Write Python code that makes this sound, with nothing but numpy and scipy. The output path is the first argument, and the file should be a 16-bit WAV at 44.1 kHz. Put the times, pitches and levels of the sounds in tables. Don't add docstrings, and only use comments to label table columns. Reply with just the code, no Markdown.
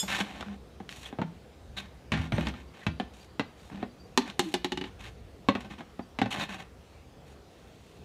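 import sys
import numpy as np
from scipy import signal
from scipy.fft import rfft, irfft
from scipy.io import wavfile
from scipy.ndimage import uniform_filter1d

SR = 44100
rng = np.random.default_rng(int(sys.argv[2]) if len(sys.argv) > 2 else 0)


def wrap_up_sound(samples):
    columns = np.atleast_2d(samples).T
    tamed = np.clip(columns, -1, 1)
    steps = np.round(tamed * 32767).astype(np.int16)
    wavfile.write(sys.argv[1], SR, steps)


N = 354822


def amp(db):
    return 10 ** (np.asarray(db) / 20)


def rms(x):
    return np.sqrt(np.mean(x ** 2) + 1e-20)


def curve_at(points, hz):
    points_hz, values = np.transpose(points)
    return np.interp(np.log(hz + 1), np.log(points_hz), values)


def add(mix, start, sound):
    part = mix[max(round(start * SR), 0):][:len(sound)]
    part += sound[:len(part)]


def band(x, lo_hz, hi_hz, order=3):
    edges_hz = [lo_hz, min(hi_hz, SR / 2 - 100)]
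    return signal.sosfilt(signal.butter(order, edges_hz, "band", fs=SR, output="sos"), x)


def equalise(x, points, size=4096):
    log_gain = np.log(amp(curve_at(points, abs(np.fft.fftfreq(size, 1 / SR)))))
    taps = np.fft.ifft(np.exp(np.conj(signal.hilbert(log_gain)))).real[:size // 2]
    return signal.fftconvolve(x, taps)[:len(x)]


def balance(x, bands, levels_db, seconds):
    gains = [(np.sqrt(lo * hi), db - 20 * np.log10(rms(band(x, lo, hi)[:int(seconds * SR)])))
             for (lo, hi), db in zip(bands, levels_db)]
    return equalise(x, gains)


def dying_noise(count, t60_curve, ring, size=128):
    hz, t, spectrum = signal.stft(rng.standard_normal(count), SR, nperseg=size)
    t60 = ring * curve_at(t60_curve, hz)[:, None]
    return signal.istft(spectrum * amp(-60 * t / t60), SR, nperseg=size)[1][:count]


def ringing(modes, t, pitch=1, ring=1):
    return sum(rng.choice([-1, 1]) * amp(db - 60 * t / (t60 * ring)) * np.sin(2 * np.pi * hz * pitch * t)
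               for hz, db, t60 in modes)


# frequency in Hz, relative level in dB.
AIR_EQ = [(15, -46), (25, -22.5), (64, 3), (102, -5), (236, -11), (270, -13), (489, -11.5), (575, -16),
          (754, -17), (911, -22.5), (1020, -22.5), (1610, -26.5), (4250, -32), (14800, -48.5), (16000, -45)]
# centre in seconds, half width in seconds, rise in dB.
RUMBLE_SWELLS = [(2.0, 0.56, 5.5), (5.2, 0.3, 10)]


def air(level_db=-51, calm_db=-2, patchy_db=1.66, rumble_hz=130, size=1024):
    frames = dict(fs=SR, nperseg=size, noverlap=size * 3 // 4)
    hz, t, spectrum = signal.stft(rng.standard_normal(N), **frames)
    patches = uniform_filter1d(rng.standard_normal(spectrum.shape), size=10, axis=0)
    patches = uniform_filter1d(patches, size=20, axis=1)
    rumble_db = calm_db + sum(db * np.exp(-((t - centre) / width) ** 2)
                              for centre, width, db in RUMBLE_SWELLS)
    shelf_db = rumble_db / (1 + (hz[:, None] / rumble_hz) ** 4)
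    drift = signal.istft(spectrum * amp(patchy_db * patches / rms(patches) + shelf_db), **frames)[1][:N]
    sound = irfft(rfft(drift) * amp(curve_at(AIR_EQ, np.fft.rfftfreq(N, 1 / SR))), N)
    return amp(level_db) * sound / rms(sound)


# frequency in Hz, level in dB, T60 in seconds before the ring factor.
STEEL_MODES = [(2966, -45, .22), (3333, -38, .1), (3467, -29, .165), (5115, -31, .11), (5165, -37, .14),
               (5539, -51, .22), (6794, -31, .13), (6870, -41, .08), (7461, -29, .12), (7530, -39, .08),
               (8335, -36, .1), (8403, -38, .13), (9318, -41, .13), (9975, -39, .09), (12230, -48, .24),
               (12540, -55, .22), (12890, -50, .26), (13160, -47, .22)]


def clink(ring=1.07, rattle_db=-41, rattle_s=.14):
    t = np.arange(SR // 2) / SR
    rattle = band(rng.standard_normal(len(t)), 540, 7000, order=2) * np.exp(-t / rattle_s)
    return ringing(STEEL_MODES, t, ring=ring) + amp(rattle_db) * rattle


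# frequency in Hz, gain in dB.
WALL_EQ = [(100, -29), (300, 2.5), (550, -2.5), (850, 3), (1350, 0), (2000, 4), (3000, 3.5), (4100, 1),
           (4800, -8.5), (7000, -10), (10000, -19), (13000, -22.5), (16000, -44)]
# frequency in Hz, T60 in seconds before the ring factor.
WALL_DECAY = [(200, 0.21), (1000, 0.096), (3500, 0.09), (6000, 0.11), (14000, 0.02)]
# low edge in Hz, high edge in Hz.
HIT_BANDS = [(130, 500), (500, 1400), (1400, 4500), (4500, 15000)]


def hit(modes, levels_db, pitch, ring, spot_hz, spot_db, wall_db, click_db, crack_db):
    crack_s, swell_s, spot_t60, scatter = .0033, .00081, .049, .0315
    t = np.arange(SR // 2) / SR
    wall = dying_noise(len(t), WALL_DECAY, ring) * (1 + amp(crack_db) * np.exp(-t / crack_s))
    wall[0] += amp(click_db)
    shifted = [(hz * (1 + scatter * rng.standard_normal() * np.clip(hz / 1200 - 1, 0, 1)), db, t60)
               for hz, db, t60 in modes]
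    body = ringing(shifted, t, pitch, ring)
    body += ringing([(spot_hz, spot_db, spot_t60)], t)
    body *= 1 - np.exp(-t / swell_s)
    return balance(body + amp(wall_db) * equalise(wall, WALL_EQ), HIT_BANDS, levels_db, seconds=.025)


def contact_levels(level_db, hardness, tone_db, soft_hz=814):
    centres_hz = np.sqrt(np.prod(HIT_BANDS, axis=1))
    cutoff_hz = soft_hz * 2 ** hardness
    return level_db + np.array(tone_db) - 10 * np.log10(1 + (centres_hz / cutoff_hz) ** 4)


# frequency in Hz, relative level in dB, T60 in seconds.
BOTTLE_BASE_MODES = [(112.4, -8, 0.1), (204.7, -6, 0.13), (255, 3.5, 0.064), (425, -9, .1),
                     (563.4, -13.5, 0.086), (737, -14.5, 0.087), (781, -16, 0.13), (1108, -17.5, 0.12),
                     (1547, -18.5, 0.15), (1930, -10, 0.11), (2450, -16, 0.023), (2658, -8.5, 0.085),
                     (3100, -38, 0.14), (3530, -14, 0.13), (3870, -10, 0.1)]
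# hollow, knock, crack and snap offsets in dB.
HARD_KNOCK_TONE = (-0.14, -2.16, -1.5, -0.91)
# start in seconds, level in dB before tone shaping,
# hardness in octaves, pitch factor, struck spot's mode in Hz, its relative level in dB.
TILE_KNOCKS = [(.03, -36.5, 0, .81, 196, 10), (.2035, -35, 2.4, .85, 1550, 3),
               (.409, -43, 2.5, 0.89, 1520, -7), (.802, -41.5, .25, 0.85, 770, -2),
               (1.127, -41.5, .5, 0.99, 248, 0), (1.187, -31.5, .05, .84, 202, 3),
               (1.2166, -31.5, .7, 0.89, 900, 0), (2.999, -32, 1.35, 0.91, 740, 4),
               (3.396, -30, 1.65, 1.05, 1990, -6), (3.828, -32.5, 0.46, 0.98, 728, 1),
               (5.4869, -21.5, 1.25, 1.01, 1100, 5), (5.552, -32.5, 1.35, .94, 2600, 3),
               (5.807, -43, 1.1, .83, 797, 0), (5.993, -36.5, .2, .92, 810, -5),
               (6.1882, -35, 1.95, 1.04, 694, -9), (6.2163, -25, 1.25, 0.99, 775, 6),
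               (6.259, -35.5, 1.05, 0.96, 795, 0)]


def knock(start, level_db, hardness, pitch, spot_hz, spot_db, ring=.85, lowest_hz=105):
    levels_db = contact_levels(level_db, hardness, HARD_KNOCK_TONE)
    sound = hit(BOTTLE_BASE_MODES, levels_db, pitch, ring, spot_hz, spot_db,
                wall_db=2, click_db=20, crack_db=-14)
    return start, band(sound, lowest_hz, SR / 2, order=2)


# frequency in Hz, width in Hz, relative level in dB.
RUBBED_MODES = [(210.5, 29, 0), (281, 56, -10), (580, 47, -17.5), (771, 82, -9.5), (1070, 93, -16),
                (1550, 43, -13.5), (1777, 60, -12), (2150, 35, -12), (2505, 140, -13.5), (3010, 56, -15),
                (3630, 35, -8.5), (5460, 430, -23), (6380, 310, -25.5)]
# low edge in Hz, high edge in Hz.
FRICTION_BANDS = [(130, 500), (500, 4500), (4500, 15000)]


def friction(seconds, levels_db, slips_per_s=1900, spread_db=2.7, hiss=.37, wall_db=-17):
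    rise_s, fall_s, grip_db = .0057, .012, 1.7
    length = max(seconds, .01)
    t = np.arange(int((length + .12) * SR)) / SR
    stroke = np.minimum(t / rise_s, 1) * np.exp(-np.maximum(t - length, 0) / fall_s)
    grip = signal.resample(rng.standard_normal(len(t) // 300), len(t))
    slipping = rng.random(len(t)) < slips_per_s / SR
    slips = slipping * amp(spread_db * np.minimum(rng.exponential(1, len(t)), 3))
    drive = stroke * amp(grip_db * grip) * (slips + hiss) * rng.standard_normal(len(t))
    body = sum(amp(db) * signal.lfilter(*signal.iirpeak(hz, hz / width, SR), drive)
               for hz, width, db in RUBBED_MODES)
    return balance(body + amp(wall_db) * equalise(drive, WALL_EQ), FRICTION_BANDS, levels_db, length)


# hollow, rasp and hiss offsets in dB.
SLIDE_TONE = (-5, 0, -16.5)
# start in seconds, end in seconds, level in dB, brightness in dB.
SLIDES = [(.076, .115, -33.5, 8), (.111, .169, -31.5, 7), (.178, .215, -32, 8), (.236, 0.402, -46.5, -2),
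          (.42, .55, -53.5, -6), (1.025, 1.091, -49.5, 11), (1.766, 1.795, -39, 8), (1.797, 1.864, -54, -3),
          (2.151, 2.27, -45, -2), (2.335, 2.499, -43, -3.5), (2.549, 2.615, -53.5, 0),
          (2.734, 2.85, -54, 2), (3.711, 3.83, -52, -13.5), (4.253, 4.301, -45, -1.5),
          (4.849, 4.882, -50.5, 0), (4.989, 5.089, -48.5, 8), (5.603, 5.614, -45, 8),
          (5.642, 5.66, -48.5, -6.5), (5.698, 5.738, -46.5, -4.5), (5.777, 5.797, -48.5, -4),
          (6.304, 6.335, -35.5, 11), (6.34, 6.4, -37.5, -1), (6.394, 6.438, -34.5, 3),
          (6.485, 6.557, -41, 0), (6.58, 6.624, -45, 0.5)]


def slide(start, end, level_db, bright_db, hiss_share=.46):
    tilt_db = bright_db * np.array([-1, 0, hiss_share])
    return start, friction(end - start, level_db + np.array(SLIDE_TONE) + tilt_db)


# start in seconds, peak in dB, frequency in Hz that places the noise band.
PLASTIC_TICKS = [(.148, -24, 2200), (.427, -27.5, 1300), (.484, -37, 1500), (0.8913, -27.5, 3130),
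                 (.9255, -31, 3100), (2.175, -26.5, 1700), (2.47, -28, 3340), (2.486, -34, 5460),
                 (3.7, -38, 1700), (3.758, -39.5, 3500), (4.219, -31, 2600), (4.277, -32, 2770),
                 (4.3, -28, 3680), (5.053, -35, 3000), (6.398, -26, 2710)]


def tick(start, peak_db, hz, snap_s=.0017, ring_s=.022, ring_db=-15):
    t = np.arange(SR // 20) / SR
    envelope = np.exp(-t / snap_s) + amp(ring_db) * np.exp(-t / ring_s)
    sound = band(rng.standard_normal(len(t)) * envelope, hz * .42, hz * 1.24, order=2)
    return start, amp(peak_db) * sound / abs(sound).max()


# start and length in seconds, first and last pitch in Hz, level in dB.
ROCKING_GLIDES = [(.208, .06, 206, 198, -33), (.46, .15, 204.4, 199, -39), (1.238, 0.079, 173, 158, -32.5),
                  (4.178, .045, 254, 258, -21), (4.21, .12, 268, 322, -44), (4.455, 0.084, 335, 283, -33.5),
                  (4.425, .09, 214, 120, -40), (5.487, 0.053, 558, 550, -29), (6.218, .12, 123.6, 108, -37)]


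def rocking(start, length, first_hz, last_hz, level_db, crest_share=.2):
    progress = np.linspace(0, 1, int(length * SR))
    hz = first_hz + (last_hz - first_hz) * progress
    tone = np.sqrt(2) * np.sin(2 * np.pi * np.cumsum(hz) / SR)
    envelope = progress / crest_share * np.exp(1 - progress / crest_share) * np.sqrt(1 - progress)
    return start, amp(level_db) * tone * envelope


# hollow, rasp and hiss offsets in dB.
SLEEVE_TONE = (-4, 0, 0)
# start in seconds, end in seconds, level in dB.
SLEEVE_BRUSHES = [(.895, 1.073, -56), (3.131, 3.25, -63.5), (3.569, 3.7, -66.5), (4.429, 4.527, -57.5),
                  (7.263, 7.334, -68), (7.5, 8.047, -71.5)]


def brush(start, end, level_db):
    return start, friction(end - start, level_db + np.array(SLEEVE_TONE))


# start in seconds, length in seconds, pitch in Hz, level in dB.
PLASTIC_SQUEAKS = [(1.049, .022, 3250, -43), (1.764, .038, 3770, -38.5), (2.808, .041, 1850, -52),
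                   (6.312, 0.027, 2940, -36), (6.396, .041, 3740, -42)]


def squeak(start, length, hz, level_db, width=.066):
    count = int(max(length, .005) * SR)
    noise = rng.standard_normal(count + 1000)
    sound = band(noise, hz * (1 - width), hz * (1 + width), order=2)[-count:]
    return start, amp(level_db) * sound / rms(sound) * np.sin(np.linspace(0, np.pi, count))


# frequency in Hz, relative level in dB, T60 in seconds before the ring factor.
UNDERBODY_MODES = [(68, -9, 0.52), (82.3, -12, .35), (111, -4, 0.14), (159.4, -3, 0.26), (215.7, 2.5, 0.12),
                   (255.4, -7.5, 0.32), (327, -13, 0.29), (620, -10, 0.059), (820, -12, 0.064),
                   (1225, -19, 0.086), (1408, -13, 0.19), (1566, -14, 0.18), (1841, -8, 0.089),
                   (2320, -9.5, 0.11), (3100, -22, .08), (3770, -23, .13), (3900, -29, .3)]
# hollow, knock, crack and snap offsets in dB.
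HARD_BUMP_TONE = (-0.5, -6, -0.5, -1)
# start in seconds, level in dB before tone shaping,
# hardness in octaves, ring factor, struck spot's mode in Hz.
UNDERBODY_BUMPS = [(2.1195, -29, 1.85, 2.8, 1900), (2.139, -35, 1.6, 1.9, 1740),
                   (2.3215, -30.5, 1.12, 1.4, 242), (2.382, -27, 0.51, .65, 590),
                   (2.409, -41, 1.9, .64, 2910), (2.47, -34, 1.6, 1.3, 867), (2.539, -44.5, 1.2, 2, 1250),
                   (2.866, -30.5, 1.7, 1.15, 2600)]


def bump(start, level_db, hardness, ring, spot_hz):
    levels_db = contact_levels(level_db, hardness, HARD_BUMP_TONE)
    return start, hit(UNDERBODY_MODES, levels_db, pitch=1, ring=ring, spot_hz=spot_hz, spot_db=4,
                      wall_db=4, click_db=15, crack_db=5)


# start in seconds, opening pitch in Hz, opening level in dB.
UNDERBODY_BOOMS = [(2.19, 112, -27), (2.322, 169, -25), (2.866, 135, -29.5)]


def boom(start, first_hz, level_db, rest_hz=64.8, sag_s=.0278, drop_db=9, t60=.9, ramp_s=.0043):
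    t = np.arange(int(.3 * SR)) / SR
    sag = np.exp(-t / sag_s)
    hz = rest_hz + (first_hz - rest_hz) * sag
    tone = np.sqrt(2) * np.sin(2 * np.pi * np.cumsum(hz) / SR)
    envelope = amp(level_db - drop_db * (1 - sag) - 60 * t / t60)
    ramps = np.minimum(np.minimum(t, t[-1] - t) / ramp_s, 1)
    return start, tone * envelope * ramps


# frequency in Hz, level in dB, T60 in seconds.
LOOSE_METAL_MODES = [(5860, -57, 0.35), (6300, -61, .35), (8680, -60, .55), (9500, -69, 0.34),
                     (11800, -70, 0.99)]


def loose_metal(flutter_db=3, flutter_points=60):
    t = np.arange(SR // 2) / SR
    sound = np.zeros(len(t))
    for mode in LOOSE_METAL_MODES:
        tone = ringing([mode], t)
        flutter = signal.resample(rng.standard_normal(flutter_points), len(t))
        sound += tone * amp(flutter_db * flutter)
    return sound


# start in seconds, peak in dB.
BIRD_CHIRPS = [(2.441, -57), (2.9, -61), (3.2, -58), (3.891, -64), (3.991, -57), (6.01, -61)]


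def chirp(start, peak_db, hz=4670, length_s=.039, arch_hz=40, waver_hz=300):
    arch = np.sin(np.linspace(0, np.pi, int(length_s * SR)))
    waver = uniform_filter1d(rng.standard_normal(len(arch)), size=80)
    pitch_hz = hz + arch_hz * (arch - .8) + waver_hz * waver
    return start, amp(peak_db) * arch * np.sin(2 * np.pi * np.cumsum(pitch_hz) / SR)


def twitter(count=7, from_s=2.55, to_s=5.4, peak_db=-66):
    return [(start, peak_db) for start in rng.uniform(from_s, to_s, count)]


# frequency in Hz, relative level in dB, T60 in seconds.
BOTTLE_SIDE_MODES = [(182, -13, 0.21), (267, -4, 0.087), (360.2, -1, 0.15), (415, -12, 0.1),
                     (772, -8.5, 0.098), (829, -1.5, 0.081), (1116, -22, 0.087), (1490, -22, 0.051),
                     (1765, -7.5, 0.073), (2190, -13, 0.054), (2750, -8, 0.065), (3700, -9, 0.08),
                     (4186, -14, .065), (4380, -11, 0.05)]
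# start in seconds, hollow, knock, crack and snap levels in dB, pitch factor,
# ring factor, struck spot's mode in Hz, its relative level in dB.
TOPPLE = (4.1756, -27, -25, -28, -28.3, 1.08, .75, 1000, -3)


def side_landing(row):
    start, *levels_db, pitch, ring, spot_hz, spot_db = row
    return start, hit(BOTTLE_SIDE_MODES, levels_db, pitch, ring, spot_hz, spot_db,
                      wall_db=1, click_db=18.5, crack_db=-1)


# hollow, knock, crack and snap levels in dB.
FIRST_BOUNCE_DB = (-27.5, -29.5, -31, -30.5)
# hollow, knock, crack and snap in dB.
LOSS_PER_BOUNCE_DB = (1.77, 3.4, 1.95, 5.26)


def bounce(number, first_s=4.3937, flight_s=.1468, restitution=.715, ring=.8, spot_hz=2950):
    start = first_s + flight_s * (1 - restitution ** number) / (1 - restitution)
    levels_db = np.array(FIRST_BOUNCE_DB) - number * np.array(LOSS_PER_BOUNCE_DB)
    pitch = 1 + .0094 * (number - 2)
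    spot_db = -9 + 2 * number
    return side_landing((start, *levels_db, pitch, ring, spot_hz, spot_db))


# frequency in Hz, T60 in seconds before the ring factor.
GARAGE_DECAY = [(100, 0.57), (500, 0.37), (2000, .4), (4000, 0.43), (8000, 0.21), (15000, 0.38)]


def garage(x, wet_db=-15, build_s=.005):
    t = np.arange(SR // 2) / SR
    tail = dying_noise(len(t), GARAGE_DECAY, ring=.83) * (1 - np.exp(-t / build_s))
    return x + amp(wet_db) * signal.fftconvolve(x, tail / np.linalg.norm(tail))[:N]


def scene():
    mix = np.zeros(N)
    add(mix, 0, clink())
    add(mix, 2.322, loose_metal())
    add(mix, *side_landing(TOPPLE))
    bounces = [(number,) for number in range(7)]
    layers = [(knock, TILE_KNOCKS), (bounce, bounces), (bump, UNDERBODY_BUMPS), (slide, SLIDES),
              (brush, SLEEVE_BRUSHES), (tick, PLASTIC_TICKS), (squeak, PLASTIC_SQUEAKS),
              (rocking, ROCKING_GLIDES), (boom, UNDERBODY_BOOMS), (chirp, BIRD_CHIRPS + twitter())]
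    for source, cues in layers:
        for cue in cues:
            add(mix, *source(*cue))
    return (garage(mix) + air())[None]


def record(dry, low_cut_hz=36, high_cut_hz=15600):
    thinned = signal.sosfilt(signal.butter(2, low_cut_hz, "high", fs=SR, output="sos"), dry)
    low_pass = signal.firwin(511, high_cut_hz, window=("kaiser", 9), fs=SR)
    return signal.oaconvolve(thinned, low_pass[None], "same")


dry = scene()
out = record(dry)
wrap_up_sound(out)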